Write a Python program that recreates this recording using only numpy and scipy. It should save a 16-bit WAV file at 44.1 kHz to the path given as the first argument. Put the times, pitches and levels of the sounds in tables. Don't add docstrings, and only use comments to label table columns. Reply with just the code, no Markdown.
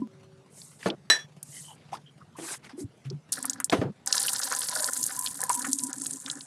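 import sys
import numpy as np
from scipy import signal
from scipy.io import wavfile
from scipy.ndimage import uniform_filter1d

SR = 44100
rng = np.random.default_rng(int(sys.argv[2]) if len(sys.argv) > 2 else 0)


def to_wav(s):
    ch = np.atleast_2d(s).T
    pcm = np.round(np.clip(ch, -1, 1) * 32767)
    wavfile.write(sys.argv[1], SR, pcm.astype(np.int16))


def decibels_to_gain(level_db):
    exponent = np.asarray(level_db, float) / 20
    return 10 ** exponent


N = 284886
T = np.arange(N) / SR
COLUMN_HZ, FLOOR_HZ = 1000, 265


def evened(x):
    return x / np.sqrt(np.mean(x ** 2) + 1e-20)


def curve(tables, count, rest=-120.):
    out = np.full(N, rest)
    for table in tables:
        table = np.array(table)
        inside = (T >= table[0, 0]) & (T <= table[-1, 0])
        out[inside] = np.interp(T[inside], table[:, 0], table[:, count])
    return out


def add(mix, start_s, sound):
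    part = mix[max(round(start_s * SR), 0):][:len(sound)]
    part += sound[:len(part)]


def filtered(x, order, hz, kind):
    return signal.sosfilt(signal.butter(order, hz, kind, fs=SR, output="sos"), x)


def resonate(x, hz, width):
    turn = np.exp(2j * np.pi * np.cumsum(hz * np.ones(len(x))) / SR)
    r = np.exp(-np.pi * width / SR)
    return 2 * (turn * signal.lfilter([1 - r], [1, -r], x / turn)).real


def twice(x, hz, width):
    return resonate(resonate(x, hz, width), hz, width)


def colour(x, spectrum, patchy_db, size):
    hz, _, z = signal.stft(x, SR, nperseg=size, noverlap=size * 3 // 4)
    f, db = np.transpose(spectrum)
    patches = rng.standard_normal(z.shape[::-1]).T
    patches = uniform_filter1d(patches, size=9, axis=0)
    patches = evened(uniform_filter1d(patches, size=9, axis=1))
    shape_db = np.interp(np.log(hz + 1), np.log(f + 1), db)[:, None]
    z = z * decibels_to_gain(shape_db + patchy_db * patches)
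    return evened(signal.istft(z, SR, nperseg=size, noverlap=size * 3 // 4)[1][:N])


def droplets(per_s, spread_db, t60):
    size = decibels_to_gain(spread_db * np.minimum(rng.exponential(1, N), 4))
    size = size * (rng.random(N) < per_s / SR)
    t = T[:3000]
    fade = decibels_to_gain(-120 * t / t60) * np.minimum(t / 0.003, 1)
    power = signal.oaconvolve(size ** 2, fade)[:N]
    return np.sqrt(abs(power)) * rng.standard_normal(N)


def ring(modes, detune, seconds):
    t = T[:round(seconds * SR)]
    return sum(decibels_to_gain(db - 60 * t / t60) * np.sin(2 * np.pi * hz * d * t)
               for (hz, db, t60), d in zip(modes, detune))


def pop(hz, width, t60, noise):
    t = T[:len(noise)]
    burst = noise * decibels_to_gain(-60 * t / t60) * np.minimum(t / 0.0011, 1)
    burst = twice(burst, hz, width)
    return burst / abs(burst).max()


def surges(rows):
    out = np.zeros(N)
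    for start_s, length_s, db in rows:
        arch = np.sin(np.pi * T[:round(length_s * SR)] / length_s) ** 0.8
        add(out, start_s, decibels_to_gain(db) * arch)
    return out


def whistles(rows, width):
    out = np.zeros(N)
    source = droplets(600, 2.5, .04)
    for start_s, length_s, db, hz in rows:
        part = source[round(start_s * SR):][:round(length_s * SR)]
        arch = np.sin(np.pi * T[:len(part)] / length_s)
        add(out, start_s, decibels_to_gain(db) * arch * evened(twice(part, hz, width)))
    return out


def open_air():
    # hz, relative_db (per Hz)
    air_spectrum = [(50, -27.5), (106, 0), (155, -1.5), (260, -10.5), (867, -19), (10300, -36),
                    (14000, -55)]
    noise = rng.standard_normal(N) + droplets(20, 3., 0.1)
    return decibels_to_gain(-58) * colour(noise, air_spectrum, 2.9, size=1024)


def hum():
    # pitch_hz, level_db (rms)
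    tone_table = [(382.2, -60.5), (554.5, -68)]
    tones = sum(np.sqrt(2) * decibels_to_gain(db) * np.sin(2 * np.pi * (hz * T + rng.random()))
                for hz, db in tone_table)
    return tones * np.clip((.52 - T) / 0.13, 0, 1)


def engine():
    # time_s, level_db
    idle_level = [(0, -59.5), (2.2, -56), (3, -79.5), (6.46, -61)]
    # centre_hz, width_hz (of its narrower pass), relative_db
    exhaust = [(143, 16, 8)]
    firings_per_s, starting_turn = 16.4, .63
    turns = firings_per_s * T + starting_turn
    strength = decibels_to_gain(2.5 * rng.standard_normal(200))[turns.astype(int)]
    firings = np.diff(np.floor(turns), prepend=0) * strength
    pipe = sum(decibels_to_gain(db) * resonate(resonate(firings, hz, width), hz, 6.1 * width)
               for hz, width, db in exhaust)
    return decibels_to_gain(curve([idle_level], count=1)) * evened(pipe)


def strokes(count):
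    # start_s, rise_s, fall_s, hiss_top_db, scuff_top_db
    rubs = [(0.501, 0.091, 0.27, -50, -93), (0.79, 0.096, 0.015, -47.5, -39), (1.429, 0.13, 0.2, -44, -67),
            (1.56, 0.36, 0.075, -76, -63), (1.916, 0.024, 0.041, -53.5, -41),
            (2.366, 0.16, 0.054, -36, -40.5), (2.622, 0.03, 0.045, -60, -48.5),
            (2.691, 0.005, 0.042, -65, -47), (2.769, 0.039, 0.038, -45.5, -56.5),
            (3.04, 0.02, 0.031, -62.5, -54.5), (3.715, 0.0031, 0.12, -46.5, -36.5)]
    edge_db = -19.5
    out = np.zeros(N)
    for row in rubs:
        start_s, rise_s, fall_s = row[:3]
        t = T[:round((rise_s + fall_s) * SR)]
        from_top = np.maximum(1 - t / rise_s, (t - rise_s) / fall_s)
        add(out, start_s, decibels_to_gain(row[count] + edge_db * from_top ** 1.385))
    return out


def rubbing():
    # hz, relative_db (per Hz)
    hiss_spectrum = [(2060, -70), (3500, -26.5), (8360, -10), (10700, -14.5), (12600, -25.5), (15000, -39)]
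    # hz, relative_db (per Hz)
    scuff_spectrum = [(470, -6), (800, -3.5), (1600, -3.5), (2290, -4.5), (5000, -8), (6500, -15),
                      (11000, -120)]
    hiss = colour(rng.standard_normal(N), hiss_spectrum, 2.0, size=256)
    scuff = colour(droplets(470, 2.5, 0.045), scuff_spectrum, 3.5, size=512)
    return strokes(count=3) * hiss + strokes(count=4) * scuff


def narrow_swells():
    # start_s, length_s, level_db, pitch_hz
    swell_table = [(1.51, 0.11, -56, 1970), (1.52, 0.09, -55.5, 2990), (1.62, 0.13, -53.5, 3050),
                   (1.67, 0.08, -53.5, 875), (1.945, 0.022, -47, 1228), (1.945, 0.051, -48.5, 850),
                   (2.2, 0.036, -53.5, 1213), (2.35, 0.027, -49.5, 1000), (2.47, 0.053, -45.5, 1590),
                   (2.056, 0.052, -55.5, 3130)]
    return whistles(swell_table, 290.0)


def bump():
    out = np.zeros(N)
    add(out, 0, decibels_to_gain(-32.5) * ring([(219.0, 0.01, 0.6)], [1], 0.074))
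    thud = ring([(FLOOR_HZ, 0, .06), (COLUMN_HZ, -20, .08)], [1, 1], .1)
    add(out, .018, decibels_to_gain(-15.5) * thud * np.minimum(T[:len(thud)] / 0.0048, 1))
    return out


def can_knocks():
    # start_s, wall_peak_db, crack_db (relative to the walls)
    knocks = [(0.859, -13.5, -4.5), (2.385, -32, -6), (3.724, -13.5, 1.5), (3.815, -17, -9)]
    # pitch_hz (before detuning), relative_db, t60_s
    can_modes = [(168.6, 8.5, 0.12), (289.7, 13.5, 0.094), (676, 5.5, 0.093), (1688, 2, 0.053)]
    out = np.zeros(N)
    for (start_s, db, bright_db), chance in zip(knocks, rng.standard_normal((len(knocks), 4000))):
        walls = ring(can_modes, 1 + 0.094 * chance, .15)
        add(out, start_s, decibels_to_gain(db) * walls / abs(walls).max())
        add(out, start_s, decibels_to_gain(db + bright_db) * pop(480, 2550, 0.094, chance))
        add(out, start_s, decibels_to_gain(db - 3.0) * pop(318, 430, 0.24, chance[::-1]))
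    return filtered(out, 2, 140, "high")


def cap_ticks():
    # start_s, level_db (relative), centre_hz
    tick_table = [(0.616, -31, 4800), (0.828, -25, 1870), (0.901, -15.5, 3500), (1.4283, -21.5, 9200),
                  (3.1, -27, 5020)]
    out = np.zeros(N)
    for (start_s, db, hz), chance in zip(tick_table, rng.standard_normal((len(tick_table), 1500))):
        tick = twice(pop(hz, 0.5 * hz, 0.021, chance), hz, hz)
        add(out, start_s, decibels_to_gain(db) * evened(tick) / 12)
    return out


def sloshing():
    # start_s, peak_db, middle_pitch_hz, length_s
    slosh_table = [(0.901, -32, 346, 0.041), (1.924, -35, 746, 0.011), (1.93, -25.5, 885, 0.011),
                   (1.94, -28, 1030, 0.009), (2.406, -40.5, 350, 0.11), (2.731, -39.5, 306, 0.06),
                   (2.778, -33.5, 375, 0.053), (2.806, -33.5, 279, 0.09), (2.841, -28, 122, 0.028),
                   (3.052, -30.5, 141, 0.11), (3.109, -35, 384, 0.036), (3.121, -30.5, 143, 0.096),
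                   (3.785, -20, 121, 0.028), (3.845, -27.5, 135.5, 0.07), (3.891, -32.5, 185, 0.045)]
    out = np.zeros(N)
    for (start_s, db, hz, length_s), chance in zip(slosh_table,
                                                 rng.standard_normal((len(slosh_table), 5000))):
        u = T[:round(length_s * SR)] / length_s
        wobble = 22 / np.sqrt(hz) * uniform_filter1d(chance, size=150)[:len(u)]
        waver = 1 + 0.16 * (u - .5) + wobble
        swell = np.sin(np.pi * u ** 0.41) ** 2
        add(out, start_s, decibels_to_gain(db) * swell * np.sin(2 * np.pi * np.cumsum(hz * waver) / SR))
    return out


def clink():
    # pitch_hz, relative_db, t60_s
    metal = [(1760, -14, .21), (2503, -24, .15), (3375, -25, .6), (3981, 0, .16), (5416, -16, .22),
             (5742, -10, .24), (6352, -24, .25), (6930, -23, .22), (7905, -12, .15), (8387, -23, .2),
             (10425, -21, .19)]
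    start_s = 1.100
    partials = ring(metal, np.ones(len(metal)), .3)
    t = T[:len(partials)]
    partials *= 1 - .8 * np.exp(-((t - .083) / .009) ** 2)
    partials *= np.clip((.17 - t) / 0.047, 0, 1)
    out = np.zeros(N)
    add(out, start_s, decibels_to_gain(-5) * partials / abs(partials).max())
    add(out, start_s, decibels_to_gain(-10.0) * pop(2400, 5000, 0.021, rng.standard_normal(3000)))
    add(out, start_s, decibels_to_gain(-12.5) * pop(1750, 190, 0.18, rng.standard_normal(7000)))
    add(out, start_s, decibels_to_gain(-16.5) * pop(1300, 5600, 0.23, rng.standard_normal(7000)))
    return filtered(out, 2, 350, "high")


def floor_boom(flowing):
    # start_s, length_s, level_db
    booms = [(3.33, 0.33, -48.5), (4.96, 0.078, -48), (5.14, 0.073, -50), (5.5, 0.15, -41),
             (5.63, 0.097, -37.5), (5.73, 0.053, -42), (5.79, 0.12, -40.5), (5.94, 0.15, -42.5),
             (6.09, 0.086, -43), (6.22, 0.19, -46)]
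    gain = surges(booms) + decibels_to_gain(-57.5) * flowing
    return gain * evened(twice(droplets(150, 4.0, 0.042), FLOOR_HZ, 49))


def air_column(walls_db):
    # start_s, length_s, level_db, pitch_hz
    ring_surges = [(4.7, 0.21, -45, 610), (5.11, 0.22, -44.5, 1000), (5.4, 0.076, -41, 1003),
                   (5.48, 0.041, -27, 984), (5.52, 0.11, -39.5, 980), (5.78, 0.17, -48.5, 980)]
    steady = evened(twice(droplets(210, 5.2, 0.032), COLUMN_HZ, 94))
    return decibels_to_gain(walls_db - 6.5) * steady + whistles(ring_surges, 55.)


def wall_drumming(walls_db, heavy):
    # centre_hz, width_hz (of each of two passes), relative_db
    bucket_walls = [(533.5, 137, -4), (788, 65, -2), (1493, 550, 6), (1677, 210, -2.5)]
    flow = droplets(180, 6.72, 0.033) + 1.82 * heavy
    drumming = sum(decibels_to_gain(db) * evened(twice(flow + 0.3 * droplets(90, 5.6, 0.04), hz, width))
                   for hz, width, db in bucket_walls)
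    return decibels_to_gain(walls_db) * evened(filtered(drumming, 4, 2000, "low"))


def wall_raps():
    # start_s, peak_db, centre_hz
    rap_table = [(3.443, -28, 1050), (3.6, -25, 1400), (3.696, -29, 613), (4.526, -18, 1280),
                 (5.104, -33.5, 1590), (5.496, -20, 1070), (5.644, -22.5, 1510), (6.276, -33, 1450)]
    out = np.zeros(N)
    for (start_s, db, hz), chance in zip(rap_table, rng.standard_normal((len(rap_table), 2500))):
        add(out, start_s, decibels_to_gain(db) * pop(hz, 820, 0.065, chance))
    return out


def splats():
    # start_s, snap_db (peak before the bass cut), centre_hz
    splat_table = [(3.3279, -13, 6300), (3.427, -18.5, 8600), (3.454, -13, 10100), (3.4969, -9.5, 6760),
                   (3.532, -21, 5770), (3.601, -18, 9050), (3.6433, -7.5, 8230), (3.697, -18, 3660),
                   (4.0609, -20.5, 9200), (4.074, -12, 6660), (4.126, -7, 5160), (4.1538, -11.5, 6600),
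                   (4.179, -12, 4900), (4.2045, -16, 7400), (4.253, -29, 4030), (4.281, -16.5, 2970),
                   (4.333, -14.5, 7600), (4.361, -19, 4800), (4.4325, -15, 5230), (4.468, -25, 5600),
                   (4.5228, -14.5, 6800), (4.549, -15.5, 7050), (4.617, -23, 3660), (4.686, -17.5, 5540),
                   (4.754, -21.5, 5200), (4.772, -20, 5200), (4.843, -8, 6150), (4.8645, -17, 9600),
                   (4.9338, -13.5, 8300), (5.029, -13.5, 6460), (5.039, -10.5, 7400), (5.0645, -13.5, 9400),
                   (5.073, -16.5, 9500), (5.1914, -13, 9500), (5.261, -18, 4300), (5.271, -22.5, 3550),
                   (5.405, -20, 8200), (5.4157, -13.5, 9000), (5.437, -11.5, 10000), (5.494, -12.5, 8100),
                   (5.522, -28, 6600), (5.618, -21.5, 6060), (5.7308, -7.5, 7860), (5.7869, -12.5, 7900),
                   (5.793, -25, 4800), (5.836, -9.5, 9000), (5.8688, -21, 8050), (5.9295, -19, 6570),
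                   (6.018, -17, 9000), (6.0472, -24, 8600), (6.066, -14, 9300), (6.135, -19.5, 8100),
                   (6.06, -25, 3830), (6.2606, -21.5, 3630), (6.299, -18, 3750), (6.313, -17, 7500),
                   (6.4076, -28.5, 4000)]
    spray_hz, glide_s = 9000, 0.0075
    snap_cycles = 45
    out = np.zeros(N)
    for (start_s, db, hz), chance in zip(splat_table, rng.standard_normal((len(splat_table), 2, 2500))):
        burst_hz = hz + (spray_hz - hz) * (1 - np.exp(-T[:len(chance[1])] / glide_s))
        snap = pop(hz, 0.41 * hz, snap_cycles / hz, chance[0])
        drop = snap + decibels_to_gain(-8.5) * pop(burst_hz, 3300, 0.048, chance[1])
        add(out, start_s, decibels_to_gain(db) * filtered(drop, 4, 0.55 * hz, "high"))
    return out


def splashing(spray_db, walls_db, heavy):
    # hz, relative_db (per Hz)
    spray_spectrum = [(2400, -38), (3240, -31), (5500, -24), (6640, -14), (9440, -6.5), (16000, -26.5)]
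    mist = droplets(330, 4.0, 0.022) + 0.05 * rng.standard_normal(N)
    mist = colour(mist, spray_spectrum, 2.43, size=256)
    beads = sum(evened(twice(twice(droplets(41, 3.7, 0.0092), hz, 3900), hz, 3900))
                for hz in np.geomspace(6700, 10340, 4))
    slaps = evened(twice(twice(heavy, 5100, 3700), 4300, 3760))
    slap_db = (spray_db + walls_db) / 2 + 1 - 8 * np.maximum(T - 4.25, 0)
    out = decibels_to_gain(spray_db) * (mist + 0.28 * beads) + decibels_to_gain(slap_db) * slaps + splats()
    coarse = signal.sosfiltfilt(signal.butter(4, 10100, fs=SR, output="sos"), out)
    return coarse + decibels_to_gain(-12.5 * np.maximum(T - 5.32, 0)) * (out - coarse)


def pour():
    # time_s, spray_db, walls_db (drumming)
    stream = [
        [(3.32, -29.5, -51.5), (3.42, -53, -48), (3.52, -62, -49), (3.68, -101, -70)],
        [(4.06, -58, -49.5), (4.16, -31, -39), (4.43, -35, -45.5), (4.52, -38, -37.5), (4.61, -34.5, -45),
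         (4.86, -34.5, -38.5), (5.0, -33, -52.5), (5.15, -40, -50.5), (5.25, -33, -52.5), (5.36, -43, -54.5),
         (5.42, -40, -43.5), (5.48, -48, -52.5), (5.52, -33, -49), (5.68, -37.5, -47), (5.77, -35, -64),
         (5.94, -45, -54.5), (6.05, -34.5, -58.5), (6.22, -45, -59.5), (6.31, -40.5, -48), (6.46, -50, -64)],
    ]
    spray_db, walls_db = curve(stream, count=1), curve(stream, count=2)
    heavy = droplets(140, 3.5, 0.04)
    out = splashing(spray_db, walls_db, heavy) + wall_drumming(walls_db, heavy)
    return out + air_column(walls_db) + floor_boom(spray_db > -100) + wall_raps()


def scene():
    background = open_air() + hum() + engine()
    handling = rubbing() + narrow_swells() + can_knocks() + cap_ticks() + sloshing()
    mono = background + handling + bump() + clink() + pour()
    return np.array([mono, mono])


def band_limit(x):
    return signal.sosfilt(signal.butter(12, 16650, fs=SR, output="sos"), x)


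def record(dry):
    x = filtered(dry, 3, 95, "high")
    x = filtered(x, 4, 13000, "low")
    return band_limit(x)


dry = scene()
out = record(dry)
to_wav(out)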